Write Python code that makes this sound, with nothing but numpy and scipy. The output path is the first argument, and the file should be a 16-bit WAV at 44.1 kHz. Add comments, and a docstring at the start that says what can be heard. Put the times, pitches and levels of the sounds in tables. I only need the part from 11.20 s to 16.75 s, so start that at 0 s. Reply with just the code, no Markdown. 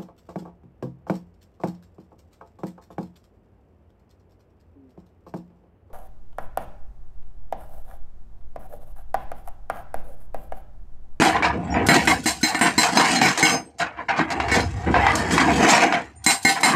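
"""A hydraulic breaker on an excavator boom hammers rock in an open quarry.
Each blow cracks, shakes boom and housing (filtered random contacts) and rings the steel tool (decaying sines).
Mostly between the runs of blows the tool knocks and drags through rubble: the same boom, other contacts.
Faint hollow ticks, thin pings and a low hum that comes and goes fill in. A small microphone limits the peaks."""
import sys
import numpy as np
from scipy import signal
from scipy.fft import rfft, irfft
from scipy.io import wavfile
from scipy.ndimage import uniform_filter1d

SR = 44100
rng = np.random.default_rng(int(sys.argv[2]) if len(sys.argv) > 2 else 0)


def to_wav(s):
    """Save 16-bit WAV."""
    ch = np.atleast_2d(s).T  # columns
    pcm = np.round(np.clip(ch, -1, 1) * 32767)  # PCM
    wavfile.write(sys.argv[1], SR, pcm.astype(np.int16))


N = 244755


def from_db(db):
    """dB to amplitude factor."""
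    return 10 ** (np.asarray(db) / 20)


def rms_one(x):
    """Scales each row to an rms of 1."""
    return x / np.sqrt(np.mean(x ** 2, axis=-1, keepdims=True) + 1e-20)


def in_time(rows):
    """Interpolates every column after the time over all samples."""
    time_s, *columns = np.transpose(rows)
    return [np.interp(np.arange(N) / SR, time_s, column) for column in columns]


def add_at(out, time_s, sound):
    """Adds a sound from time_s on, cut at the end of the scene."""
    i = round(time_s * SR)
    out[..., i:i + sound.shape[-1]] += sound[..., :N - i]


def drift(rate_hz):
    """Slow chance of rms 1: noise through a double one-pole low-pass."""
    pole = np.exp(-2 * np.pi * rate_hz / SR)
    noise = rng.standard_normal(N + SR)
    return rms_one(signal.lfilter([1], [1, -2 * pole, pole * pole], noise)[SR:])


def held(t, hold_s, t60_s, rise_s):
    """Envelope: quick rise, level for a while, then an exponential fade."""
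    fade = from_db(-60 * np.maximum(t - hold_s, 0) / t60_s)
    return (1 - np.exp(-t / rise_s)) * fade


def grains(per_s, spread_db):
    """Dense random contacts of uneven size and either sign."""
    sizes = from_db(spread_db * np.minimum(rng.exponential(1, N), 4))
    signs = rng.choice([-1, 1], N)
    return sizes * signs * (rng.random(N) < per_s / SR)


def streaky(x, patchy_db, lasting_frames):
    """Uneven noise: narrow bands swell a little or drop out by chance."""
    _, _, cells = signal.stft(x, nperseg=512)
    chance = uniform_filter1d(rng.standard_normal(cells.shape), size=lasting_frames, axis=1)
    chance = np.minimum(chance / chance.std(), 1.7)
    return signal.istft(cells * from_db(patchy_db * chance))[1][:N]


# crash spectrum: (frequency [Hz], relative density [dB per Hz])
CRASH_SPECTRUM = [(24, -41.5), (40, -31.5), (280, -2.5), (309, -3.5), (377, -5), (461, -4.5), (577, -4.5),
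                  (778, -7.5), (1190, -2), (1960, -2), (2990, -7.5), (7340, -12), (15500, -41.5)]
# boom and housing resonances: (centre [Hz], width [Hz], added gain [dB])
BOOM_MODES = [(169, 73, 9), (255, 16, -2), (319.6, 9.6, 7.5), (475.8, 23.4, 8.5), (695.7, 20, 5.5),
              (776.6, 106, 10.5), (967, 77, 2), (1860, 17, -29), (2286, 50, -5), (4250, 300, -47)]
# gaps between the resonances: (centre [Hz], width [Hz], depth [0-1])
BOOM_GAPS = [(520, 160, .7), (1330, 150, .5), (3550, 350, .6), (5800, 300, .45), (9600, 500, .4)]
THUD_HZ, TREBLE_HZ, AIR_HZ = 550, 2650, 5600   # band edges


def through_boom(force, steel_db, gap_power=1):
    """Colours a shaking force by crash spectrum and resonances; returns thud, body, treble, air (body rms 1)."""
    hz = np.maximum(np.arange(N // 2 + 1) * SR / N, 10)
    spectrum_hz, spectrum_db = np.transpose(CRASH_SPECTRUM)
    gain = from_db(np.interp(np.log(hz), np.log(spectrum_hz), spectrum_db))
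    for centre_hz, width_hz, db in BOOM_MODES:
        gain = gain * (1 + from_db(db) / (1 + (2 * (hz - centre_hz) / width_hz) ** 2))
    for centre_hz, width_hz, depth in BOOM_GAPS:
        gain = gain * (1 - depth / (1 + (2 * (hz - centre_hz) / width_hz) ** 2)) ** gap_power
    for centre_hz in STEEL_HZ[14:]:   # the force also keeps the high steel modes going
        gain = gain * (1 + from_db(steel_db) / (1 + ((hz - centre_hz) / 15) ** 2))
    low = 1 / (1 + (hz / THUD_HZ) ** 6)
    high = 1 / (1 + (TREBLE_HZ / hz) ** 6)
    air = 1 / (1 + (AIR_HZ / hz) ** 6)
    bands = np.array([low, 1 - low - high, high - air, air])
    y = irfft(rfft(force) * gain * bands, N)
    return y / np.sqrt(np.mean(y[1] ** 2))


# low hum: (time [s], level [dB])
HUM_LEVEL = [(0.0, -47), (0.15, -41), (0.4, -36.5), (0.62, -29), (0.83, -36), (1.05, -41.5), (1.2, -48.5),
             (1.6, -50), (2.3, -58), (2.49, -65), (2.77, -52), (2.94, -55), (3.25, -36.5), (3.45, -31.5),
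             (3.8, -30), (4.36, -33.5), (4.6, -54), (4.84, -53), (5.05, -49.5), (5.55, -70)]
HUM_HZ = 70.3   # mean


def low_hum():
    """Low hum near 70 Hz that comes and goes, its pitch drifting by chance, in a band of low rumble."""
    pitch_hz = HUM_HZ * (1 + 0.0325 * drift(5.06))
    phase = 2 * np.pi * np.cumsum(pitch_hz) / SR
    tone = np.sqrt(2) * np.sin(phase) * from_db(2.0 * drift(10))
    low_band = signal.butter(2, [55, 110], "band", fs=SR, output="sos")
    rumble = rms_one(signal.sosfilt(low_band, rng.standard_normal(N)))
    return from_db(in_time(HUM_LEVEL)[0]) * (tone + from_db(1.5) * rumble)


# rubble shifting under the tool: (time [s], scrape [dB], rumble [dB], grit [dB])
RUBBLE_LEVEL = [(0.0, -17, -16, -23.5), (0.18, -28.5, -29, -56), (0.34, -45.5, -34.5, -63),
                (0.6, -33.5, -28, -57), (0.9, -54, -25.5, -48), (1.12, -70, -50, -41),
                (1.35, -33, -36.5, -53), (1.68, -37, -42, -38), (1.95, -22.5, -22, -25.5),
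                (2.0, -28, -26, -35), (2.15, -28.5, -50, -40), (2.41, -64, -46.5, -68),
                (2.74, -76.5, -59.5, -75), (3.14, -29.5, -30.5, -54), (3.45, -41.5, -38, -53),
                (3.7, -39, -42, -52), (3.87, -16, -27, -37), (4.22, -36, -22.5, -43),
                (4.45, -22.5, -18.5, -26), (4.64, -7.5, -10.5, -19.5), (4.7, -29.5, -26, -41.5),
                (4.84, -75, -38, -55), (5.04, -57, -74, -82), (5.36, -47, -40, -38),
                (5.55, -16.5, -24, -49)]
# short slides of broken stone, most just after a hit: (peak time [s], scrape [dB], grit [dB])
STONE_SLIDES = [(0.77, -6.5, -15.5), (1.808, -2.5, -9.5), (2.27, -13, -14), (2.798, -30.5, -75),
                (3.002, -17.5, -53), (4.56, -3.5, -10), (5.1, -22.5, -30), (5.29, -48, -19.5),
                (5.46, -19, -47)]
SLIDE_RISE_DB_S, SLIDE_FALL_DB_S = 521, 338
SLIDE_RUMBLE_DB = -8   # re scrape


def rubble():
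    """Stones grind and tumble in clumps; slides swell fast and settle."""
    scrape_db, rumble_db, grit_db = in_time(RUBBLE_LEVEL)
    power = from_db([rumble_db, scrape_db, grit_db]) ** 2
    t = np.arange(-SR // 5, SR // 4) / SR
    swell = from_db(np.minimum(SLIDE_RISE_DB_S * t, -SLIDE_FALL_DB_S * t))
    for peak_s, slide_db, slide_grit_db in STONE_SLIDES:
        levels = from_db([[slide_db + SLIDE_RUMBLE_DB], [slide_db], [slide_grit_db]])
        add_at(power, peak_s + t[0], (levels * swell) ** 2)
    stones = streaky(grains(per_s=5000, spread_db=3.5), patchy_db=6.5, lasting_frames=18)
    rumble, scrape, treble, air = through_boom(stones, steel_db=-30.5)
    parts = rms_one(np.array([rumble, scrape, treble + air]))
    clumps = from_db([1.3 * drift(60), 0.45 * drift(22.4), 2.0 * drift(45)])
    return np.sum(parts * np.sqrt(power) * clumps, axis=0)


# faint thin pings in the lulls: (time [s], frequency [Hz], level [dB])
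PING_TONES = [(0.439, 7660, -50), (0.502, 5580, -40.5), (0.52, 7000, -45), (0.545, 4900, -47),
              (2.451, 8250, -55), (4.956, 8750, -48.5), (4.96, 7050, -55)]


def pings():
    """Single thin tones that flutter as they die."""
    out, t = np.zeros(N), np.arange(SR // 4) / SR
    envelope = held(t, hold_s=0.015, t60_s=0.17, rise_s=0.00093)
    for time_s, hz, db in PING_TONES:
        add_at(out, time_s, from_db(db) * envelope * np.sin(2 * np.pi * hz * t))
    return out * from_db(4.0 * drift(40))


# ticks about 22 ms before some blows: (time [s], hollow tone [dB], hiss [dB])
TICK_LEVELS = [(0.664, -24, -16), (0.85, -24, -24), (1.0354, -35, -30), (1.2097, -31, -30),
               (1.389, -26, -25.5), (5.04, -38, -21), (5.226, -60, -25.5), (5.405, -45, -24.5)]
TICK_HZ = 1473


def ticks():
    """Faint hollow ticks with a short hiss: a sine and band noise under one brief envelope."""
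    out, t = np.zeros(N), np.arange(SR // 10) / SR
    envelope = held(t, hold_s=0.0054, t60_s=0.055, rise_s=0.0043)
    noise = rng.standard_normal((len(TICK_LEVELS), len(t)))
    hiss_band = signal.butter(2, [3500, 10000], "band", fs=SR, output="sos")
    hisses = signal.sosfilt(hiss_band, noise)
    for (time_s, tone_db, hiss_db), hiss in zip(TICK_LEVELS, hisses):
        tick = from_db(tone_db) * np.sin(2 * np.pi * TICK_HZ * t) + from_db(hiss_db) * hiss
        add_at(out, time_s, tick * envelope)
    return out


def crashes(hits, rise_s, treble_fade, crest_db, steel_db, gap_power):
    """Every hit shakes the boom: a short crack, then rattle whose treble fades treble_fade times as long."""
    power, cracks = np.zeros((4, N)), np.zeros((3, N))
    t = np.arange(SR // 2) / SR
    crack_shape = held(t, hold_s=.003, t60_s=.035, rise_s=.0003)
    for time_s, db, thud_db, treble_db, hold_s, t60_s, crack_db in hits:
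        level_db = db - crest_db
        treble_shape = held(t, hold_s, treble_fade * t60_s, rise_s)
        parts = np.array([from_db(thud_db) * held(t, hold_s, t60_s, 3.2 * rise_s),
                          held(t, hold_s, t60_s, rise_s),
                          from_db(treble_db) * treble_shape,
                          from_db(2.6 * treble_db) * treble_shape])   # a dull hit is duller still on top
        add_at(power, time_s, (from_db(level_db) * parts) ** 2)
        crack_bands = from_db([[0], [treble_db - 2], [2.8 * treble_db]])
        add_at(cracks, time_s, crack_bands * from_db(level_db + crack_db) * crack_shape)
    contacts = streaky(grains(per_s=9000, spread_db=3.0), patchy_db=5.5, lasting_frames=12)
    rattle = through_boom(contacts, steel_db, gap_power)
    rattle = rattle * from_db([1.7 * drift(30), 0.8 * drift(37), 2.2 * drift(50), 2.5 * drift(45)])
    splinters = through_boom(rng.standard_normal(N), steel_db)[1:]   # no thud in the crack
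    return np.sum(np.sqrt(power) * rattle, axis=0) + np.sum(cracks * splinters, axis=0)


# tool knocking on stone; level before crest_db, thud, treble and crack relative to it:
# (time [s], level [dB], thud [dB], treble [dB], fade t60 [s], crack [dB])
STONE_KNOCKS = [(0.145, -10, 6.5, -8.5, 0.2, 0), (0.2236, -3, -6, -8, 0.19, 0.5),
                (0.247, -6.5, -2, -6.5, 0.28, 3), (0.328, -27, 28.5, -8, 0.16, 3),
                (0.5423, -8, 8.5, -37, 0.46, -1), (0.742, 0.5, 18.5, 0, 0.12, 8),
                (1.631, -4.5, -12, -0.5, 0.31, 4.5), (2.1748, -11, 7, 2.5, 0.41, 2),
                (2.584, -26.5, -8, 4.5, 0.085, -10), (2.594, -6, -0.5, -5, 0.28, -24),
                (2.773, -25.5, 12.5, -19, 0.18, 3), (2.883, -4, -9, -11.5, 0.28, -27),
                (2.962, -12, -12, -7, 0.17, -4), (2.991, -11, -8, -8, 0.16, 9),
                (3.103, -13, 1, -2, 0.17, 2), (3.2, -13.5, -20, -7, 0.25, 10),
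                (3.2828, -11, 7, -4, 0.17, 1), (3.341, -7, 9.5, -1.5, 0.24, 1.5),
                (3.662, -12, 17, -34, 0.23, -14), (3.7417, -1.5, 0, -17, 0.3, 3.5),
                (3.866, -8, -6, -8, 0.17, 14), (3.9536, -26, 10, 6, 0.42, 10),
                (4.108, -9, -18, 0.5, 0.78, -3), (4.1796, 0.5, -25, -4, 0.27, 5.5),
                (4.273, -6, -13, -27, 0.33, -9), (4.389, -9.5, 16, -24, 0.33, -12),
                (4.428, -1, -10, -25, 0.45, 0), (4.488, 2, -6, 1, 0.22, -5), (4.52, 8.5, -25, -5, 0.4, -7),
                (4.579, -3, -2, -5, 0.28, 15), (4.7237, -4.5, -6, -7, 0.27, 2.5),
                (5.355, -11.5, -16, -13, 0.17, -7)]
KNOCK_HOLD_S = 0.023


def knocks():
    """The tool knocks on stone: softer onsets, treble dying before the body."""
    hits = [(*row[:4], KNOCK_HOLD_S, *row[4:]) for row in STONE_KNOCKS]
    return crashes(hits, rise_s=0.0081, treble_fade=0.53, crest_db=13.0, steel_db=-9.5, gap_power=0.31)


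# two tones sing on after some blows: (time [s], lower tone [dB], upper tone [dB])
SINGING_BLOWS = [(2.2268, -27.5, -26.5), (3.3154, -40, -50)]
# their pitches: (frequency [Hz])
SINGING_HZ = [5075, 6330]


def singing_tones():
    """Two steady tones hold level for a while, then drop away quickly."""
    out, t = np.zeros(N), np.arange(SR // 2) / SR
    sines = np.sin(2 * np.pi * np.outer(SINGING_HZ, t))
    envelope = held(t, hold_s=0.13, t60_s=0.17, rise_s=0.00267)
    for time_s, *tone_db in SINGING_BLOWS:
        add_at(out, time_s, from_db(tone_db) @ sines * envelope)
    return out


# modes of the steel tool and its housing: (mean frequency [Hz])
STEEL_HZ = [168, 243, 312, 465, 700, 785, 945, 985, 1513, 1790, 1934, 2135, 2210, 2820, 3935, 4045, 4160,
            4550, 5075, 5216, 5403, 6235, 6330, 6426, 7190, 7548, 7632, 8400, 8716, 8940, 10010, 10230,
            10362, 11350, 11450, 12110, 12695, 13860, 13995, 15015]
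# their strengths before the upper dip: (level [dB])
STEEL_DB = [-6, -15, -1.5, -17.5, -20.5, -9, -23, -11.5, -9, -4.5, -3.5, -0.5, -3, -13.5, -15.5, 0.5, -3.5,
            -19, -4.5, -14, -17, -15, -3.5, -18, -1, -0.5, 5, -2, -2.5, -5.5, -26, -21, -28.5, -33, -21,
            -21.5, -35.5, -31, -27, -27.5]
# their decay: (frequency [Hz], t60 [s])
STEEL_T60 = [(170, 0.083), (800, 0.47), (2000, 0.2), (4000, 0.27), (6000, 0.073), (8500, 0.41),
             (15000, 0.34)]
# borders between housing, lower and upper steel modes: (frequency [Hz])
MODE_BORDERS_HZ = [3000, 7000]
# breaker blows; rattle before crest_db, thud, treble and crack relative to it:
# (time [s], rattle [dB], thud [dB], treble [dB], hold [s], crack [dB], punch [dB],
#  housing ring [dB], lower steel ring [dB], upper steel ring [dB])
BREAKER_BLOWS = [(0.0204, -3, -22, -2.5, 0.049, 3, -17, -19.5, -32, -20.5),
                 (0.6868, 9.5, 0, -5.5, 0.039, -16, -0.5, -2.5, -8, -4),
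                 (0.8733, -3.5, -7, -2.5, 0.04, -18, -15, -16.5, -31, -18.5),
                 (1.0575, -13.5, -6, 2.5, 0.036, -17, -14, -21, -23, -18.5),
                 (1.2301, -14, -28, 0, 0.069, -22, -11.5, -20, -17.5, -22),
                 (1.3456, -15, -17, -3.5, 0.0082, 9, -27, -23, -34.5, -30),
                 (1.4112, -6.5, 2, -4, 0.061, 2.5, -7.5, -22, -31, -20),
                 (1.5789, -12, 3, 2.5, 0.037, -22, -8.5, -17, -16.5, -17),
                 (1.7725, 3, 1.5, -2.5, 0.08, 4.5, -10, -15.5, -8.5, -17),
                 (1.955, -30.5, -8, -4, 0.034, -4, -33, -28, -23.5, -50),
                 (2.014, -5, 0.5, -2, 0.076, 2, -9, -23, -24, -21.5),
                 (2.2268, -11, 3, -12, 0.12, 0, -27, -6.5, -17, -14),
                 (3.3154, -16.5, 2.5, 0, 0.091, 2, -38, -16.5, -32.5, -29),
                 (5.0629, -10.5, -4, 3.5, 0.052, 1, -13, -16, -16.5, -8.5),
                 (5.249, -11, 0, -2, 0.046, -4, -8, -11, -13.5, -11),
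                 (5.4316, -7, -6, -1.5, 0.07, 3.5, -22, -15, -17.5, -16)]
UPPER_DIP_DB = -9.5   # modes from 7 to 9.5 kHz are struck more weakly
PUNCH_HZ, PUNCH_T60_S = 235, .07
BLOW_T60_S = 0.2   # rattle, after the hold


def tool_ring():
    """Each blow punches the housing and strikes all steel modes; each decays, and faster after a hold."""
    out, t = np.zeros(N), np.arange(SR // 2) / SR
    hz, mode_db = np.array([STEEL_HZ, STEEL_DB])[:, :, None]
    mode_t60_s = np.interp(hz, *np.transpose(STEEL_T60))
    group = np.searchsorted(MODE_BORDERS_HZ, hz)
    mode_db = mode_db + UPPER_DIP_DB * ((hz > 7000) & (hz < 9500))
    punch = held(t, 0.0011, PUNCH_T60_S, 0.0018) * np.sin(2 * np.pi * PUNCH_HZ * t)
    chance = rng.standard_normal((len(BREAKER_BLOWS), 3, len(STEEL_HZ), 1))
    wobble_steps = rng.standard_normal((len(BREAKER_BLOWS), len(STEEL_HZ), 51))
    for blow, (luck, phase, detune), steps in zip(BREAKER_BLOWS, chance, wobble_steps):
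        time_s, _, _, _, hold_s, _, punch_db, *ring_db = blow
        # each mode's level and phase waver by chance, one step per 10 ms
        wobble = np.array([np.interp(t * 100, np.arange(51), row) for row in steps])
        level_db = np.array(ring_db)[group] + mode_db + 3.5 * luck + 2.5 * wobble
        size = from_db(level_db - 60 * t / mode_t60_s)
        pitch_hz = hz * (1 + .001 * detune)   # each mode is detuned slightly by chance
        angle = 2 * np.pi * pitch_hz * t + 2 * phase + .3 * wobble[::-1]
        ring = np.sum(size * np.sin(angle), axis=0)
        ring = ring * held(t, hold_s, 3.0 * BLOW_T60_S, 0.0026)
        add_at(out, time_s, ring + from_db(punch_db) * punch)
    return out


def hammer():
    """Blows shake the boom with a sharp onset and ring the tool."""
    hits = [(*row[:5], BLOW_T60_S, row[5]) for row in BREAKER_BLOWS]
    shake = crashes(hits, rise_s=0.00018, treble_fade=1.0, crest_db=12.5, steel_db=-6.0, gap_power=0.94)
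    return shake + tool_ring()


def scene():
    """Sums all sources into one channel."""
    background = low_hum() + rubble() + pings() + ticks()
    return (background + knocks() + singing_tones() + hammer())[None]


LIMIT_DB, RELEASE_DB_S = -4, 173
CEILING = .68   # soft clip
CUTOFF_HZ = 15750


def record(dry):
    """A limiter holds the loud parts level, a soft clip rounds the peaks; deep bass and top are cut."""
    over_db = np.maximum(20 * np.log10(np.abs(dry) + 1e-9) - LIMIT_DB, 0)
    ramp_db = RELEASE_DB_S * np.arange(N) / SR
    cut_db = np.maximum.accumulate(over_db + ramp_db, axis=1) - ramp_db   # instant rise, linear release
    cut_db = signal.lfilter([.02], [1, -.98], cut_db)   # smoothing lets short onsets through
    out = CEILING * np.tanh(dry * from_db(-cut_db) / CEILING)
    # the microphone has no deep bass
    out = signal.sosfilt(signal.butter(3, 56, "high", fs=SR, output="sos"), out)
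    return signal.sosfilt(signal.cheby2(16, 45, CUTOFF_HZ, fs=SR, output="sos"), out)


dry = scene()
out = record(dry)
to_wav(out)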